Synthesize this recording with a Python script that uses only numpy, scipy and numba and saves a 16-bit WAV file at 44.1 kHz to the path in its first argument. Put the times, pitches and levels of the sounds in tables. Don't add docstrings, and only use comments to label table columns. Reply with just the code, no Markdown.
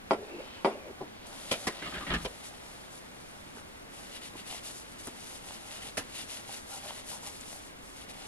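import sys
import numpy as np
from scipy import signal
from scipy.fft import rfft, irfft, next_fast_len
from scipy.io import wavfile
from scipy.ndimage import uniform_filter1d
from numba import njit

SR = 44100
rng = np.random.default_rng(int(sys.argv[2]) if len(sys.argv) > 2 else 0)


def waveform_to_disk(signal):
    frames = np.transpose(np.atleast_2d(signal))
    scaled = np.clip(frames, -1, 1) * 32767
    samples = np.round(scaled).astype(np.int16)
    wavfile.write(sys.argv[1], SR, samples)


N = 364707

# frequency in Hz, side over mid in dB.
WIDE_HANDS = [(30, -44), (110, -33), (380, -15), (700, -9), (1300, -6), (2400, 2), (8000, 3), (11500, 4),
              (13000, 17.5), (15000, 13)]
# frequency in Hz, level in dB.
FIBRES = [(2000, -28), (3500, -8.5), (6000, -5), (8500, -5.5), (10300, -3.5), (11500, -8), (12700, -24),
          (15000, -50)]


def table():
    # start in seconds, strength in dB, rattle level in dB, rattle's time to fall 60 dB in seconds.
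    knocks = [(0.109, -16, -27, 0.11), (0.1164, -26.5, -32, .12), (.1335, -29.5, -34.5, 0.091),
              (0.6472, -17.5, -28.5, 0.21), (0.6527, -20.5, -36, 0.38), (0.66, -31, -42, 0.2)]
    # pitch in Hz, level in dB, time to fall 60 dB in seconds.
    top_modes = [(217.4, -12.5, 0.24), (324, -19, 0.075), (392.5, -8, 0.13), (548, -16, 0.12),
                 (665, -9, 0.11), (707, -13.5, 0.16), (792, -13, 0.13), (834, -7, 0.1), (939, -5, 0.047),
                 (1066, -13, 0.071), (1155, -13, 0.11), (1352, -18.5, 0.14), (1960, -21, 0.091),
                 (2250, -20, 0.074), (2330, -26, 0.049), (3100, -22, 0.046), (4580, -24, 0.038),
                 (5200, -32, 0.084)]
    # frequency in Hz, side over mid in dB.
    wide_table = [(60, -12), (110, -13), (200, -20), (380, -16), (700, -9.5), (1290, -2), (2380, 1),
                  (4390, 2), (8110, 5), (15000, 2)]
    hits = np.array(knocks)
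    hit_samples = np.round(hits[:, 0] * SR).astype(int)
    scatter_db = 1.9 * rng.standard_normal((len(hits), 2 * len(top_modes)))
    out = np.zeros((2, N))
    for k, (hz, level_db, t60) in enumerate(top_modes):
        force = np.zeros((2, N))
        force[:, hit_samples] = amp(hits[:, 1] + scatter_db[:, 2 * k:2 * k + 2].T)
        side = (-1) ** k * amp(at_hz(wide_table, hz))
        out += ringing(force, hz, t60) * amp(level_db) * [[1], [side]]

    t = np.arange(N) / SR
    tail = 0
    for s, _, level_db, t60 in knocks:
        tail = tail + amp(level_db - 60 * np.maximum(t - s, 0) / t60) * (t >= s)
    # frequency in Hz, level in dB
    rattle = [(150, -27), (220, 0), (400, 5.5), (1000, -1.0), (1750, -18.0), (2300, -12), (2900, -22),
              (3450, -18.5), (4100, -31), (4900, -22.5), (6200, -34.5), (11000, -8.0), (13000, -66)]
    out = out + tail * coloured(rng.standard_normal((2, N)), rattle, wide_table, direct=0.35)
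    return signal.sosfilt(signal.butter(4, [195, 6500], "band", fs=SR, output="sos"), out)


def slide():
    # time in seconds, rumble level in dB, rumble pitch in Hz,
    # rumble's second mode in dB, whistle level in dB, whistle pitch in Hz.
    slides = [
        [(.17, -48, 397, -50, -70, 2300), (.22, -45.5, 404, -50, -72, 2350), (.27, -59, 420, -62, -62, 2500),
         (.305, -46, 405, -59, -64, 2640)],
        [(.315, -45, 390, -59, -59, 2650), (.36, -40.5, 323, -59, -60, 2620), (.395, -38, 317, -45, -57, 2670),
         (.412, -49, 403, -43.5, -56, 2640), (.43, -54, 382, -49, -61, 3040), (.47, -73, 380, -81, -65, 3070),
         (.6, -65, 400, -73, -59, 3040)],
        [(.73, -58, 412, -51, -60, 2800), (.78, -52, 390, -57, -65, 2550), (.82, -58, 400, -52, -62, 2350),
         (.87, -46.5, 374, -49.5, -65, 2330), (.915, -49, 378, -50.5, -77, 2230),
         (.935, -71, 380, -67, -75, 2180)],
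    ]
    overtone, undertone, undertone_db = 1.42, 0.85, -4
    rumble_db, rumble_hz, overtone_db, whistle_db, whistle_hz = in_time(np.concatenate(slides))
    index = np.arange(N)
    moving = np.zeros(N, bool)
    for rows in slides:
        moving |= (index > rows[0][0] * SR - 250) & (index <= rows[-1][0] * SR + 250)
    bands = ((rumble_db, rumble_hz, 100, -16, 3000),
             (overtone_db, overtone * rumble_hz, 130, -12, 3000),
             (whistle_db, whistle_hz, 220, 1.5, 5000),
             (whistle_db + undertone_db, undertone * whistle_hz, 220, 1.5, 5000))
    out = 0
    for level_db, hz, width_hz, side_db, per_s in bands:
        cosines = np.cos(2 * np.pi * np.maximum(hz, 100) / SR)
        r = np.exp(-np.pi * width_hz / SR)
        clicks = grains(per_s, spread_db=-3.0)
        band = gliding(gliding(clicks, cosines, r), cosines, r)
        level = amp(level_db + 1.8 * drift(28.8))
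        out = out + level * band / band[0, moving].std() * amp([[0], [side_db]])
    return out * uniform_filter1d(moving * 1., size=800)


def slaps():
    # start in seconds, thump in dB, thump pitch in Hz,
    # clack in dB, clack pitch in Hz, second clack pitch in Hz, hiss in dB, basic rise in seconds,
    # thump's time to fall 60 dB in seconds.
    contacts = [(1.007, -35, 332, -59, 970, 600, -72, 0.0012, .13),
                (1.51, -32, 560, -33.5, 3140, 2450, -38, 0.0036, .17),
                (1.668, -32, 377, -33, 1910, 1070, -40.5, 0.0022, 0.13),
                (2.136, -40, 386, -37, 1740, 2800, -50, 0.0012, 0.11),
                (2.247, -35, 473, -41, 2980, 2500, -49, 0.0018, 0.1),
                (4.33, -45.5, 210, -72, 1600, 1200, -76, 0.013, 0.055),
                (5.071, -39.5, 261, -54, 1500, 1000, -52, 0.0011, 0.055),
                (5.969, -38, 283, -38.5, 1810, 2660, -38.5, 0.004, 0.19)]
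    # frequency in Hz, level in dB.
    thump_spectrum = [(59, -14), (100, -4), (360, -5.5), (806, -7), (920, -9), (1010, -4), (1400, -36),
                      (1820, -23), (3080, -120)]
    clack_spectrum = [(710, -33), (1200, 8), (1380, 9), (1510, 5), (2090, 2), (3160, 0), (5000, 1),
                      (6500, -6), (11000, -120)]
    hold_s = 0.01
    noises = [coloured(grains(7000, spread_db=2.0), spectrum, WIDE_HANDS)
              for spectrum in (thump_spectrum, clack_spectrum, FIBRES)]
    out = np.zeros((2, N))
    for s, thump_db, thump_hz, clack_db, clack_hz, second_hz, hiss_db, rise, t60 in contacts:
        at = round(s * SR)
        span = min(SR // 2, N - at)
        t = np.arange(span) / SR
        bursts = []
        for noise, level_db, lasting, slower in zip(noises, (thump_db, clack_db, hiss_db),
                                                    (1.0, 0.7, 0.55), (1.5, 1.2, 1.05)):
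            rise_s = rise * slower
            growth = np.clip(t / max(rise_s, 1e-4), 0, 1)
            dying_s = np.maximum(t - rise_s - hold_s, 0)
            fade = amp(level_db - 60 * dying_s / (max(t60, 0.01) * lasting))
            bursts.append(noise[:, at:at + span] * growth * fade)
        thump, clack, hiss = bursts
        low = 0.6 * thump + 1.2 * tuned(thump, thump_hz, 3.4)
        middle = 0.58 * clack + 2.6 * tuned(clack, clack_hz, 8.3) + 2.0 * tuned(clack, second_hz, 9.5)
        out[:, at:at + span] += low + middle + hiss
    return out


def drag():
    # peak in seconds, length in seconds, scrape in dB, table shudder in dB, squeal in dB, squeal in Hz.
    scrapes = [(1.831, 0.057, -41, -48, -49, 2040), (1.869, 0.053, -44, -46, -44.5, 1200),
               (1.928, 0.03, -46, -46, -48, 1290), (1.953, 0.075, -39.5, -48, -52, 1610),
               (2.016, 0.05, -45, -46, -44, 1190), (2.078, 0.057, -41, -44, -44, 1910),
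               (2.111, 0.055, -34, -40, -40, 1200), (2.137, 0.058, -34.5, -37, -45, 1750),
               (2.178, 0.1, -51, -49.5, -51.5, 1230)]
    # pitch in Hz, width in Hz, level in dB.
    disc_modes = [(606, 80, -4), (1187, 80, 4), (1650, 200, -4), (2770, 50, 6), (3400, 220, -9)]
    # frequency in Hz, level in dB.
    shudder_spectrum = [(90, -7), (130, -6.5), (170, 1.5), (250, 0), (400, 0), (700, -39), (1500, -90)]
    catch = 3.0
    scrape_gain, shudder_gain = np.sqrt(swells([row[:4] for row in scrapes], catch))
    clicks = grains(3500, spread_db=0.1)
    # frequency in Hz, level in dB
    broad_spectrum = [(300, -3.5), (900, 6.5), (2000, 6.5), (3800, -1.5), (6000, -23), (12000, -60), (15000, -90)]
    broad = coloured(clicks, broad_spectrum, WIDE_HANDS)
    scrape = 0.5 * resonant(clicks, disc_modes, WIDE_HANDS, patchy_db=5.5) + 0.64 * broad
    shudder = coloured(rng.standard_normal((2, N)), shudder_spectrum, WIDE_HANDS)
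    out = scrape_gain * amp(2.0 * drift(60.05)) * scrape + shudder_gain * shudder
    return out + squeals(broad, [row[:2] + row[4:] for row in scrapes], 18, catch)


def cloth():
    # middle in seconds, length in seconds, fibre hiss in dB,
    # pressure on the disc face in dB, hollow in dB.
    strokes = [(2.23, 0.027, -55, -60, -66), (2.467, 0.052, -53, -59, -67), (2.688, 0.086, -61.5, -68, -60),
               (2.957, 0.076, -57, -71, -63), (3.58, 0.053, -62.5, -64, -54), (4.023, 0.17, -57, -59, -62),
               (4.153, 0.063, -55, -52, -74), (4.251, 0.067, -53, -50.5, -78),
               (4.391, 0.05, -55.5, -52.0, -62), (4.526, 0.11, -49.5, -48, -55.5),
               (4.678, 0.08, -49, -54.5, -57.5), (4.775, 0.09, -52, -74, -77),
               (4.926, 0.027, -57.5, -65, -74), (5.003, 0.033, -52.5, -58, -58),
               (5.06, 0.056, -54, -64, -70), (5.23, 0.11, -54, -61, -63), (5.324, 0.1, -52.5, -58, -56),
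               (5.497, 0.12, -53.5, -57, -54.5), (5.644, 0.082, -56.5, -61, -60),
               (5.743, 0.11, -51.5, -51.5, -56.5), (5.855, 0.08, -51.5, -50.5, -61),
               (6.19, 0.1, -48.5, -48.5, -62), (6.342, 0.11, -49, -52, -58),
               (6.537, 0.11, -50, -53.5, -56.5), (6.737, 0.094, -49, -54.5, -55),
               (6.879, 0.11, -53.5, -53.5, -53.5), (6.971, 0.062, -53.5, -55, -58),
               (7.123, 0.091, -48, -55.5, -54.5), (7.268, 0.078, -50, -55.5, -52.5),
               (7.348, 0.089, -56, -61, -72.0), (7.415, 0.021, -55.5, -70, -72.0),
               (7.519, 0.13, -52, -58.5, -63), (7.657, 0.082, -59, -65, -76), (7.89, 0.14, -59.5, -74, -68),
               (8, 0.08, -56, -58, -71.5), (8.103, 0.033, -55, -52.5, -57), (8.26, 0.22, -57.5, -56, -60)]
    # time in seconds, fibre hiss in dB,
    # lower rustle in dB, hollow in dB.
    loose_cloth = [(0.0, -72, -74, -87), (0.26, -66, -60.5, -56), (0.52, -68, -57.5, -58.5),
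                   (0.92, -67, -69, -60.5), (1.25, -68.5, -58.5, -67), (1.27, -57.5, -59, -55.5),
                   (1.5, -52.5, -51, -57), (1.62, -51.5, -55, -53.5), (1.77, -59, -51.5, -53.5),
                   (2.06, -56, -51, -51), (2.36, -59.5, -59, -60), (3.06, -62.5, -62, -63),
                   (3.3, -61.5, -62.5, -63), (3.8, -65, -65.5, -71), (5.5, -59.5, -59, -65),
                   (7.4, -59.5, -61, -65), (7.75, -66, -66.5, -72), (8.27, -66, -65, -67)]
    # frequency in Hz, level in dB.
    face_spectrum = [(760, -2), (1300, -2.5), (1620, -4), (1910, 3), (2500, 1.5), (2800, 2.5), (3600, 2.5),
                     (4740, -2), (6000, -12.5), (7800, -15), (13200, -120)]
    # pitch in Hz, width in Hz, level in dB.
    hollow_modes = [(583, 94, -1.5), (799, 92, -1), (922, 110, -4), (1446, 280, -8.5)]
    # middle in seconds, length in seconds, level in dB, pitch in Hz.
    squeak_rows = [(4.535, .04, -57, 685), (6.49, 0.032, -49.5, 785), (6.737, .025, -51, 1410),
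                   (6.752, 0.062, -49.5, 803), (6.867, .04, -54, 586), (6.85, 0.045, -52, 817),
                   (7.128, 0.024, -48.5, 797), (7.15, .04, -52, 960), (7.273, .05, -54, 817)]
    hollow_lag_s, hollow_share = 0.0048, 0.96
    face_ring_hz, face_ring_db = 2870, -6
    pan_db = 1.94

    loose_power = amp(in_time(loose_cloth)) ** 2
    hiss_power, face_power = swells([row[:4] for row in strokes])
    hollow_power, = swells([(s + hollow_lag_s, length * hollow_share, hollow_db)
                            for s, length, _, _, hollow_db in strokes])
    wobble = amp(1.0 * drift(70) + 0.5 * drift(16))

    fibres = coloured(grains(15000, spread_db=1.5), FIBRES, WIDE_HANDS, direct=0.65)
    hiss = np.sqrt(loose_power[0] + hiss_power) * wobble * fibres

    rub = coloured(grains(5000, spread_db=-0.5), face_spectrum, WIDE_HANDS, direct=0.87)
    rub = wobble * amp(1.1 * drift(45)) * rub
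    face_ring = amp(face_ring_db + 2.5 * drift(12)) * tuned(rub, face_ring_hz, 15.0)
    face = np.sqrt(loose_power[1] + face_power) * rub + np.sqrt(face_power) * face_ring

    slips = grains(2500, spread_db=1.8)
    hollow = resonant(slips, hollow_modes, WIDE_HANDS, patchy_db=2.0)
    hollow = np.sqrt(loose_power[2] + hollow_power) * amp(0.6 * drift(40)) * hollow

    friction = coloured(slips, [(300, -14), (700, 7), (1500, -4), (3000, -30)], WIDE_HANDS)
    squeaks = squeals(friction, squeak_rows, 27)
    return left_right(hiss + face + hollow + squeaks) * amp([[pan_db / 2], [-pan_db / 2]])


def taps():
    # start in seconds, ring strength in dB, ring pitch in Hz,
    # snap strength in dB, snap pitch in Hz.
    tap_rows = [(3.571, -37, 440, -33, 1330), (4.526, -29, 755, -31, 3200), (4.546, -34, 750, -35, 3200),
                (5.072, -33, 1310, -28.5, 9800), (5.508, -32, 930, -39, 3500), (5.979, -20, 645, -18, 1870),
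                (6.493, -33, 795, -50, 3000), (6.907, -28, 880, -32, 3200), (7.411, -56, 800, -32, 7400),
                (7.529, -34.5, 755, -36, 2100)]
    ring_cycles, snap_t60_s = 9.2, 0.004
    out, t = np.zeros((2, N)), np.arange(SR // 10) / SR
    signs = rng.choice([-1, 1], (len(tap_rows), 2))
    for (s, ring_db, ring_hz, snap_db, snap_hz), (ring_sign, snap_sign) in zip(tap_rows, signs):
        at = round(s * SR)
        for level_db, hz, t60, sign in ((ring_db, ring_hz, ring_cycles / ring_hz, ring_sign),
                                        (snap_db, snap_hz, snap_t60_s, snap_sign)):
            mid = np.sin(2 * np.pi * hz * t)
            side = np.cos(2 * np.pi * hz * t) * amp(at_hz(WIDE_HANDS, hz))
            envelope = np.minimum(t * hz * 2, 1) * amp(level_db - 60 * t / t60)
            out[:, at:at + len(t)] += sign * np.array([mid, side]) * envelope
    return out


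def legs():
    # time in seconds, push in dB.
    jolts = [(1.871, -55), (1.96, -44), (2.094, -37.5), (2.14, -33), (2.23, -45)]
    # pitch in Hz, level in dB, time to fall 60 dB in seconds.
    leg_modes = [(45.3, 0, 0.33), (64.5, 2, 0.19), (168, 1.5, 0.21), (223, -3.5, 0.23)]
    s, level_db = np.transpose(jolts)
    signs = rng.choice([-1, 1], (len(s), len(leg_modes)))
    out = np.zeros((2, N))
    for k, (hz, mode_db, t60) in enumerate(leg_modes):
        force = np.zeros(N)
        force[np.round(s * SR).astype(int)] = amp(level_db + mode_db) * signs[:, k]
        out[0] += ringing(force, hz, t60)
    return signal.sosfilt(signal.butter(2, [33, 240], "band", fs=SR, output="sos"), out)


def room():
    # frequency in Hz, level in dB.
    room_spectrum = [(12, -4), (20, -0.5), (76, -1), (147, -4), (242, 0), (350, -5), (700, -8), (1000, -10),
                     (2000, -13), (4000, -22), (6500, -30), (10200, -37), (11800, -33), (13000, -39),
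                     (15000, -67)]
    # frequency in Hz, side over mid in dB.
    wide_diffuse = [(20, -16), (60, -25), (110, -2.5), (200, -3), (400, 4), (1300, 4.5), (4400, 6),
                    (11000, 12), (13000, 14), (15000, 14)]
    whine_hz = (12349.5, 11700)
    # mid in dB, side in dB.
    whine_levels = [(-77.5, -68.5), (-95, -82)]
    noise_db = -53
    out = amp(noise_db) * coloured(rng.standard_normal((2, N)), room_spectrum, wide_diffuse, direct=0.39)
    t = np.arange(N) / SR
    for hz, (mid_db, side_db) in zip(whine_hz, whine_levels):
        tone = np.sqrt(2) * np.sin(2 * np.pi * hz * t)
        out = out + tone * amp([[mid_db], [side_db]]) * [[-1], [1]]
    return out


def squeals(source, rows, sharpness, steeper=1):
    out = np.zeros((2, N))
    for middle, length, level_db, hz in rows:
        near = slice(int((middle - 4 * length) * SR), int((middle + 4 * length) * SR))
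        squeal = tuned(source[:, near], hz, sharpness)
        gain = np.sqrt(swells([(middle, length, level_db)], steeper)[:, near])
        out[:, near] += gain * squeal / squeal[0].std()
    return out


def swells(rows, steeper=1):
    squareness = 3.1
    out = np.zeros((len(rows[0]) - 2, N))
    for middle, length, *levels_db in rows:
        first = max(int((middle - 2 * length) * SR), 0)
        last = min(int((middle + 2 * length) * SR), N)
        near = np.arange(first, last)
        off = 2 * (near / SR - middle) / length
        off = np.where(off < 0, steeper * off, off)
        out[:, near] += np.outer(amp(levels_db) ** 2, np.exp(-abs(off) ** squareness))
    return out


def grains(per_s, spread_db):
    sizes = amp(spread_db * np.minimum(rng.exponential(1, N), 4))
    happens = rng.random(N) < per_s / SR
    return sizes * happens * rng.standard_normal((2, N))


def coloured(source, spectrum, wide, direct=0.35):
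    size = next_fast_len(N)
    hz = np.maximum(np.fft.rfftfreq(size, 1 / SR), 1)
    mid, own = rfft(source, size)
    share = np.clip(direct, 0, 1)
    side = 1j * share * mid + np.sqrt(1 - share ** 2) * own
    gains = amp(at_hz(spectrum, hz) + np.outer([0, 1], at_hz(wide, hz)))
    out = irfft(np.array([mid, side]) * gains, size)[:, :N]
    return out / out[0].std()


def resonant(source, peaks, wide, patchy_db):
    out = 0
    for k, (hz, width, level_db) in enumerate(peaks):
        r = np.exp(-np.pi * width / SR)
        b = [(1 - r * r) / 2, 0, (r * r - 1) / 2]
        a = [1, -2 * r * np.cos(2 * np.pi * hz / SR), r * r]
        rung = signal.lfilter(b, a, source + 1e-18)
        level = amp(patchy_db * drift(15)) * amp([[level_db], [level_db + at_hz(wide, hz)]])
        out = out + (-1) ** k * rung * level
    out = signal.sosfilt(signal.butter(2, 1.4 * peaks[-1][0], fs=SR, output="sos"), out)
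    return out / out[0].std()


def ringing(force, hz, t60):
    r, w = amp(-60 / (t60 * SR)), 2 * np.pi * hz / SR
    return signal.lfilter([0, np.sin(w)], [1, -2 * r * np.cos(w), r * r], force + 1e-18)


def tuned(x, hz, sharpness):
    b, a = signal.iirpeak(hz, sharpness, fs=SR)
    return signal.lfilter(b, a, x)


@njit
def gliding(source, cosines, r):
    out = np.zeros_like(source)
    for c in range(2):
        for i in range(2, source.shape[1]):
            push = source[c, i] - source[c, i - 2]
            out[c, i] = push + 2 * r * cosines[i] * out[c, i - 1] - r * r * out[c, i - 2]
    return out


def drift(rate):
    knots = rng.standard_normal(int(N / SR * 200) + 2)
    return np.interp(np.arange(N) / SR * min(rate, 190), np.arange(len(knots)), knots)


def in_time(rows):
    s, *columns = np.transpose(rows)
    return [np.interp(np.arange(N) / SR, s, column, left=-120, right=-120) for column in columns]


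def at_hz(points, hz):
    points = np.array(points)
    return np.interp(np.log(hz), np.log(points[:, 0]), points[:, 1])


def amp(db):
    return 10 ** (np.asarray(db) / 20)


def left_right(pair):
    mid, side = pair
    return np.array([mid + side, mid - side])


def scene():
    mid_side = table() + slide() + slaps() + drag() + taps() + legs() + room()
    return left_right(mid_side) + cloth()


def record(dry):
    return signal.sosfilt(signal.cheby2(12, 70, 15600, fs=SR, output="sos"), dry)


dry = scene()
out = record(dry)
waveform_to_disk(out)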